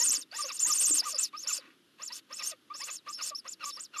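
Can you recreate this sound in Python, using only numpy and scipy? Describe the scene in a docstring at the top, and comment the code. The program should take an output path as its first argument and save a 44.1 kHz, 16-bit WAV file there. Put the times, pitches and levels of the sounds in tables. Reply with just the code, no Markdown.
"""High, raspy begging chirps, often two at once: hoopoe chicks in a small wooden nest box.
Each chirp is a whistle that arches up and down in a swell of hiss; short, hoarse, low peeps fall
among them. The chicks shuffle on dry litter and bump the floor, and the boards and the air inside
add a short hollow ring. A faint outdoor hush lies under it all."""
import sys
import numpy as np
from scipy import signal
from scipy.fft import rfft, irfft
from scipy.io import wavfile
from scipy.ndimage import uniform_filter1d, minimum_filter1d

SR = 44100
rng = np.random.default_rng(int(sys.argv[2]) if len(sys.argv) > 2 else 0)


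def store_wav(level_fs):
    """Save 16-bit WAV to argv[1]."""
    pcm = np.round(np.clip(np.atleast_2d(level_fs), -1, 1) * 32767)
    wavfile.write(sys.argv[1], SR, pcm.T.astype(np.int16))


N = 176400

# The colour of dry nest litter. Each row: frequency in Hz, relative level in dB.
LITTER_SPECTRUM = [(300, -20), (700, -2.5), (1400, 10.5), (3200, 5.5), (4500, -4), (12000, -24)]


def from_db(db):
    """Decibels to gain."""
    return 10 ** (np.asarray(db) / 20)


def rms_one(x):
    """Scale to unit rms."""
    return x / np.sqrt(np.mean(x ** 2) + 1e-20)


def add(out, start, x):
    """Mix x into out from the start time on."""
    i = int(round(start * SR))
    x, i = x[max(-i, 0):], max(i, 0)
    out[i:i + len(x)] += x[:max(N - i, 0)]


def flutter(rate_hz):
    """Smooth random motion with spread 1."""
    r = np.exp(-2 * np.pi * rate_hz / SR)
    return rms_one(signal.lfilter([1], [1, -2 * r, r * r], rng.standard_normal(N + SR))[SR:])


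def noise(spectrum, grain_db=0.0, grain_hz=300):
    """Coloured noise at unit rms; a flickering level gives it grain."""
    hz, db = np.transpose(spectrum)
    bin_hz = np.arange(N // 2 + 1) * SR / N
    colour = from_db(np.interp(np.log(bin_hz + 1), np.log(hz), db))
    grainy = rng.standard_normal(N) * from_db(grain_db * flutter(grain_hz))
    return rms_one(irfft(rfft(grainy) * colour, N))


def gate(t, length, attack, release):
    """Smooth attack, hold and release, ending at the given length; all in seconds."""
    fade_in = np.sin(np.pi / 2 * np.clip(t / attack, 0, 1))
    fade_out = np.sin(np.pi / 2 * np.clip((length - t) / release, 0, 1))
    return fade_in * fade_out


def during(x, start, t):
    """The stretch of a signal that one event covers."""
    return np.take(x, int(start * SR) + np.arange(len(t)), mode="wrap")


def arch_droop(t, rise, fall, tail_ease=0.61):
    """A chirp's distance below its top pitch: 1 at both ends, 0 at the top; the fall eases off."""
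    climb = np.abs(1 - t / rise) ** 1.7
    down = np.abs((t - rise) / fall)
    descent = (1 - tail_ease) * down ** 1.4 + tail_ease * np.sin(np.pi / 2 * down) ** 2
    return np.where(t < rise, climb, descent)


def chirps():
    """Arching whistles that break between throat registers, with a rough squeal below and hiss."""
    # Begging calls. Each row: start, rise time and fall time in seconds; start, top and end pitch
    # in Hz; relative levels of the early whistle, the late whistle and the rasp in dB.
    calls = [(-0.04, 0.019, 0.054, 6073, 7970, 5612, 1, -27, -30.5),
             (0.026, 0.023, 0.049, 5570, 8400, 5820, -23.5, -24, -32),
             (0.04, 0.011, 0.026, 7530, 9700, 8400, -35, -34, -47),
             (0.103, .02, .05, 5430, 8110, 4555, -19, -34.5, -32),
             (0.164, 0.023, 0.049, 5600, 9060, 3600, -39.5, -46, -46.5),
             (0.313, 0.01, 0.0088, 4570, 4630, 4590, -39.5, -53, -59),
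             (0.338, 0.051, 0.053, 4636, 6380, 4390, -44, -41, -41.5),
             (0.363, 0.042, 0.022, 6330, 8960, 8500, -38.5, -40, -53),
             (0.404, 0.0027, .031, 6740, 7030, 4630, -34, -38, -57),
             (0.433, 0.045, 0.032, 5100, 6560, 3670, -41, -36.5, -47),
             (0.514, .042, .032, 4330, 9090, 3530, -41, -41.5, -42.5),
             (0.59, 0.023, 0.04, 5100, 7810, 6450, -30.5, -25.5, -37.5),
             (0.609, 0.0054, 0.0095, 9300, 9200, 8800, -34, -29, -51),
             (0.66, .023, .048, 6430, 8580, 5230, -25, -24, -33),
             (0.726, 0.027, 0.04, 5390, 9000, 5860, -27, -30, -33.5),
             (0.794, 0.021, 0.051, 7160, 8930, 5760, -21.5, -21, -28.5),
             (0.857, .023, 0.051, 5800, 8630, 6940, -20, -27, -31.5),
             (0.927, 0.024, .06, 5490, 8750, 4290, -19.5, -28.5, -31.5),
             (1.028, 0.039, 0.07, 4590, 6700, 5450, -44, -47.5, -44.5),
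             (1.051, 0.056, .024, 7200, 8670, 4580, -43.5, -38, -37.5),
             (1.144, 0.008, 0.015, 4480, 5310, 4570, -28, -39, -49),
             (1.174, 0.033, 0.057, 4880, 7650, 4200, -37, -31, -39),
             (1.185, 0.024, 0.084, 6900, 8250, 3700, -25.5, -49.5, -45.5),
             (1.363, 0.053, 0.038, 4390, 6610, 4320, -44, -42.5, -50),
             (1.471, 0.022, .058, 5186, 7330, 4650, -31.5, -37, -37.5),
             (1.523, 0.033, 0.03, 6420, 8680, 4380, -31, -40, -36.5),
             (1.556, 0.013, 0.047, 6170, 5930, 3800, -58, -51, -57),
             (2.017, 0.036, 0.044, 4680, 7830, 4040, -41, -41.5, -50),
             (2.115, 0.049, 0.036, 3960, 6540, 3765, -43, -54.5, -43),
             (2.15, 0.016, 0.013, 7470, 9100, 7200, -45, -48, -50),
             (2.325, 0.039, 0.049, 4500, 8400, 4040, -41, -45, -48.5),
             (2.363, 0.025, 0.048, 4990, 5320, 5640, -40.5, -53.5, -56),
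             (2.421, 0.044, 0.015, 5480, 8640, 4040, -43.5, -47, -38.5),
             (2.421, .042, 0.013, 4400, 6060, 6040, -42, -35, -45.5),
             (2.474, .022, .026, 8370, 8800, 4000, -39, -44, -40),
             (2.736, 0.044, 0.064, 4530, 5825, 4240, -46, -44, -59),
             (2.748, 0.05, 0.029, 4650, 8310, 4000, -44, -45, -48.5),
             (2.831, 0.038, 0.022, 4310, 8800, 4350, -39.5, -47.5, -43),
             (2.901, .036, .06, 6200, 7200, 3880, -42.5, -50, -60),
             (2.897, 0.044, 0.034, 4700, 8740, 5270, -48, -45, -44),
             (3.084, 0.033, 0.045, 4600, 8150, 4040, -44.5, -49, -50),
             (3.126, 0.051, 0.022, 4800, 5560, 4250, -43.5, -42.5, -59),
             (3.206, 0.047, 0.038, 4136, 6480, 4540, -39, -42, -41),
             (3.225, 0.056, 0.025, 6250, 8730, 4110, -41.5, -38.5, -40),
             (3.347, 0.035, 0.019, 4710, 5970, 4510, -37.5, -42, -57),
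             (3.476, .034, 0.034, 4550, 8430, 4030, -42.5, -46.5, -49),
             (3.639, 0.041, 0.034, 4400, 8680, 3770, -42, -41, -40.5),
             (3.626, .044, 0.061, 3700, 6830, 3510, -45, -47.5, -54),
             (3.72, 0.032, 0.025, 4790, 5900, 4410, -43, -41.5, -55),
             (3.792, 0.028, 0.046, 4660, 8470, 3920, -41.5, -45.5, -51.5),
             (3.962, 0.047, 0.011, 4800, 8280, 5000, -47.5, -26, -42.5)]
    # Throat resonances that colour the whistle. Each row: frequency in Hz, gain in dB.
    throat_gain = [(3600, -5), (4300, -10), (4900, 3.5), (5700, 0), (7100, 4), (7900, -1), (8700, 4.5)]
    # The colour of the hiss. Each row: frequency in Hz, relative level in dB.
    hiss_spectrum = [(250, -40), (1400, -15.5), (2200, -20), (3000, -8), (4000, -17.5), (5400, -4.5),
                     (8400, -12), (9700, -13), (12000, -10.5), (15500, -26)]
    register_hz, register_step_hz, register_pull = 5290, 1704, .6
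    pitch_jitter, screech_jitter, full_screech_db = .019, .028, -30
    top_dip_db, tremble_db, rasp_swell_db = 5, 4, 4
    octave_resonance_hz, octave_half_width_hz = 12000, 3000
    squeal_pitch_ratio, squeal_half_width_hz = .86, 1500
    hiss_growth = 1.139  # hiss grows faster than the squeal as a chick strains

    whistle, squeal, hiss_power = np.zeros((3, N))
    wobble = flutter(410) + flutter(65)
    tremble = np.tanh(flutter(81))
    fray = flutter(910)
    squeal_filter = signal.butter(3, squeal_half_width_hz, fs=SR, output="sos")
    roughness = rms_one(signal.sosfilt(squeal_filter, rng.standard_normal((2, N))))
    for start, rise, fall, start_hz, top_hz, end_hz, early_db, late_db, rasp_db in calls:
        length = rise + fall
        t = np.arange(int((length + 0.00135) * SR)) / SR
        droop = arch_droop(t, rise, fall)
        arch_hz = top_hz - droop * (top_hz - np.where(t < rise, start_hz, end_hz))
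        # Hard begging frays the whistle into a screech.
        strain = min(from_db(rasp_db - full_screech_db), 1) * (1 - droop / 2)
        screech = screech_jitter * strain * during(fray, start, t)
        hz = arch_hz * (1 + pitch_jitter * during(wobble, start, t) + screech)
        # The pitch clings to evenly spaced throat resonances and breaks between them.
        hz_per_radian = register_step_hz / (2 * np.pi)
        hz -= register_pull * hz_per_radian * np.sin((hz - register_hz) / hz_per_radian)
        phase = 2 * np.pi * np.cumsum(hz) / SR

        db = np.interp(t / length, [.25, .75], [early_db, late_db])
        db += np.interp(hz, *np.transpose(throat_gain))
        db += top_dip_db * (np.minimum(2 * droop, 1) - .5)  # the whistle gives way to rasp at the top
        db += tremble_db * during(tremble, start, t)
        # The octave grows through the call and sounds mainly near its resonance.
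        detuning = (2 * hz - octave_resonance_hz) / octave_half_width_hz
        octave = from_db(-16 - 11 * (1 - t / length)) / (1 + detuning ** 2)
        rough_a, rough_b = (during(x, start, t) for x in roughness)
        voice = np.sqrt(2) * (np.sin(phase) + octave * (2 + rough_a) * np.sin(2 * phase))
        add(whistle, start, from_db(db) * gate(t, t[-1], attack=0.0042, release=0.0027) * voice)

        # Squeal and hiss swell to the top of the arch; the squeal is a noise band under the pitch.
        swell = from_db(rasp_db - rasp_swell_db * droop) * np.sqrt(gate(t, t[-1], rise, fall))
        squeal_phase = squeal_pitch_ratio * phase
        add(squeal, start, swell * (rough_a * np.cos(squeal_phase) + rough_b * np.sin(squeal_phase)))
        add(hiss_power, start, swell ** (2 * hiss_growth))
    hiss = np.sqrt(hiss_power) * noise(hiss_spectrum, grain_db=1.5, grain_hz=300)
    return from_db(-1.5) * whistle + from_db(-3) * squeal + from_db(4.5) * hiss


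def peeps():
    """Short low notes of four harmonics that bend up or down, each wrapped in a hoarse croak."""
    # Low calls. Each row: start and length in seconds; start and end pitch in Hz; relative levels
    # of the fundamental, the overtones and the croak in dB.
    calls = [(0.0, 0.042, 915, 976, -47.5, -51, -47), (0.114, 0.033, 1392, 730, -59, -54, -43),
             (0.322, 0.052, 601, 940, -55, -55.5, -42), (0.384, 0.037, 1196, 1126, -45, -71, -39.5),
             (0.437, 0.029, 583, 528, -55.5, -58, -43.5), (0.481, 0.04, 1379, 870, -49, -53, -41),
             (0.646, 0.037, 730, 1027, -52.5, -52.5, -47), (0.691, 0.033, 1262, 1070, -43.5, -74, -41.5),
             (1.016, 0.041, 573, 1030, -55, -58.5, -42.5), (1.051, 0.043, 1232, 1080, -44.5, -65, -44.5),
             (1.128, 0.034, 634, 490, -57, -62.5, -49), (1.173, 0.041, 1325, 1263, -54, -58.5, -41),
             (1.332, 0.033, 1023, 1266, -48, -61.5, -47), (1.435, 0.056, 477, 628, -74.5, -76, -43),
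             (1.484, 0.039, 1415, 990, -47.5, -52, -47), (1.582, 0.013, 593, 516, -58, -73, -51.5),
             (1.992, 0.05, 454, 665, -75, -61, -43), (2.099, 0.026, 877, 1003, -53, -60, -45.5),
             (2.3, 0.042, 461, 640, -70.5, -60.5, -42.5), (2.387, 0.046, 1330, 816, -56.5, -52.5, -40),
             (2.513, 0.027, 657, 524, -56.5, -62, -49), (2.7, 0.029, 1096, 1216, -47, -65.5, -55.5),
             (2.743, 0.021, 503, 593, -70, -57.5, -46.5), (2.798, 0.043, 760, 1144, -55, -55, -44),
             (2.873, 0.037, 1390, 910, -53, -54, -39), (3.063, 0.023, 449, 665, -67.5, -55.5, -45.5),
             (3.072, 0.044, 1180, 1180, -49.5, -78, -53), (3.187, 0.035, 1432, 890, -49.5, -55.5, -39.5),
             (3.305, 0.023, 636, 570, -57.5, -64, -53), (3.315, 0.034, 1166, 1150, -50.5, -89, -84),
             (3.449, 0.037, 456, 689, -72, -58, -44.5), (3.604, 0.048, 1401, 967, -47, -55, -40.5),
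             (3.658, 0.049, 1163, 1142, -48.5, -78, -54), (3.767, 0.036, 464, 669, -75, -59.5, -44.5),
             (3.934, 0.046, 1392, 1015, -48, -56, -42.5), (3.983, 0.038, 1178, 1145, -46.5, -60, -53.0)]
    # The colour of the croak. Each row: frequency in Hz, relative level in dB.
    croak_spectrum = [(250, -37), (550, -4.5), (800, 0.5), (1350, 6), (2800, 9), (4500, 1.5), (8000, -12.5)]
    pitch_sag, pitch_jitter, loss_per_harmonic_db = 0.18, .02, 7
    croak_margin_s = 0.022  # the croak swells in before the note and outlasts it
    tone, croak_level = np.zeros((2, N))
    wobble = flutter(340)
    for start, length, start_hz, end_hz, fundamental_db, overtone_db, croak_db in calls:
        t = np.arange(int(length * SR)) / SR
        middle_hz = max(start_hz, end_hz) - pitch_sag * abs(end_hz - start_hz)
        bend = np.polyfit([0, .5, 1], [start_hz, middle_hz, end_hz], 2)
        hz = np.polyval(bend, t / length) * (1 + pitch_jitter * during(wobble, start, t))
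        phase = 2 * np.pi * np.cumsum(hz) / SR
        voice = from_db(fundamental_db) * np.sin(phase)
        for k in range(2, 5):
            voice += from_db(overtone_db - loss_per_harmonic_db * (k - 2.5)) * np.sin(k * phase)
        add(tone, start, np.sqrt(2) * gate(t, length, attack=0.0099, release=0.013) * voice)
        swell = np.hanning(int((length + 2 * croak_margin_s) * SR))
        add(croak_level, start - croak_margin_s, from_db(croak_db) * swell)
    croak = croak_level * noise(croak_spectrum, grain_db=3.5, grain_hz=388)
    return from_db(4.5) * tone + from_db(-6) * croak


def shuffles():
    """Bodies thud softly on the floor and stir the dry litter."""
    # Movements. Each row: start and length in seconds, relative thud and rustle levels in dB.
    moves = [(0.0, 0.24, -57, -51.5), (0.612, 0.28, -61, -56.5), (0.867, .15, -50.5, -56),
             (1.552, 0.22, -68, -58)]
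    # The dull colour of the floor. Each row: frequency in Hz, relative level in dB.
    thud_spectrum = [(35, -64), (120, -31), (200, 3.5), (310, 11), (450, -10), (1500, -35.5)]
    t = np.arange(N) / SR
    thud_level, rustle_level = np.zeros((2, N))
    for start, length, thud_db, rustle_db in moves:
        envelope = gate(t - start, length, attack=0.025, release=0.63 * length)
        thud_level += from_db(thud_db) * envelope
        rustle_level += from_db(rustle_db) * envelope
    thud = thud_level * noise(thud_spectrum, grain_db=6.0, grain_hz=69.6)
    rustle = rustle_level * noise(LITTER_SPECTRUM, grain_db=3.0, grain_hz=198.7)
    return thud + rustle


def knocks():
    """Bumps ring the floor board briefly, each starting with a dry tap in the litter."""
    # Bumps on the board. Each row: start in seconds, relative level in dB.
    bumps = [(0.911, -40.5), (0.94, -50)]
    board_hz, board_t60_s = 255, .06
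    tap_db, tap_t60_s = -5, .015
    out, t = np.zeros(N), np.arange(SR // 10) / SR
    litter = noise(LITTER_SPECTRUM)
    for start, db in bumps:
        add(out, start, from_db(db - 60 * t / board_t60_s) * np.sin(2 * np.pi * board_hz * t))
        add(out, start, from_db(db + tap_db - 60 * t / tap_t60_s) * during(litter, start, t))
    return out


def nest_box(x):
    """Dense quick reflections between the boards, and a few ringing air modes."""
    # Air resonances of the box. Each row: frequency and bandwidth in Hz, gain in dB.
    air_modes = [(511.7, 43, 18), (1221, 25, 0.5), (1436, 49, 1.5), (2583, 57, 4.5)]
    first_reflection_s, tail_t60_s = 0.00075, 0.032
    t = np.arange(SR // 4) / SR
    tail = rng.standard_normal(len(t)) * from_db(-60 * t / tail_t60_s) * (t > first_reflection_s)
    reflections = signal.fftconvolve(x, tail / np.linalg.norm(tail))[:N]
    out = x + from_db(-3) * reflections
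    for hz, width_hz, db in air_modes:
        r = np.exp(-np.pi * width_hz / SR)
        feedforward = np.array([1, 0, -1]) * (1 - r * r) / 2
        feedback = [1, -2 * r * np.cos(2 * np.pi * hz / SR), r * r]
        out += from_db(db) * signal.lfilter(feedforward, feedback, x + 1e-18)
    return out


def outdoor_hush():
    """A faint, steady bed of outdoor noise, fullest in the low mids."""
    # The colour of the hush. Each row: frequency in Hz, relative level in dB.
    hush_spectrum = [(29, -55), (50, -28), (322, -5.5), (408, -14), (827, -27.5), (1320, -17.5),
                     (2450, -24.5), (2880, -17), (7770, -32.5), (11300, -29), (14000, -37.5)]
    return from_db(-66) * noise(hush_spectrum)


def scene():
    """The brood in its box, over the outdoor hush, in mono."""
    brood = from_db(-4.0) * (chirps() + peeps() + shuffles() + knocks())
    return (nest_box(brood) + outdoor_hush())[None]


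def record(dry):
    """Deep bass is cut, a limiter holds the peaks, and the top treble drops to a faint sizzle."""
    low_cut_hz, treble_edge_hz, high_cut_hz = 80, 12650, 15800
    ceiling, limiter_samples, sizzle_db = .14, 200, -24.5
    thinned = signal.sosfilt(signal.butter(3, low_cut_hz, "high", fs=SR, output="sos"), dry)
    gain = ceiling / np.maximum(np.abs(thinned), ceiling)
    held_gain = minimum_filter1d(gain, size=limiter_samples)
    limited = thinned * uniform_filter1d(held_gain, size=limiter_samples)
    body = signal.sosfilt(signal.ellip(8, .5, 60, treble_edge_hz, fs=SR, output="sos"), limited)
    high_cut = signal.ellip(10, .3, 80, high_cut_hz, fs=SR, output="sos")
    return signal.sosfilt(high_cut, body + from_db(sizzle_db) * limited)


dry = scene()
out = record(dry)
store_wav(out)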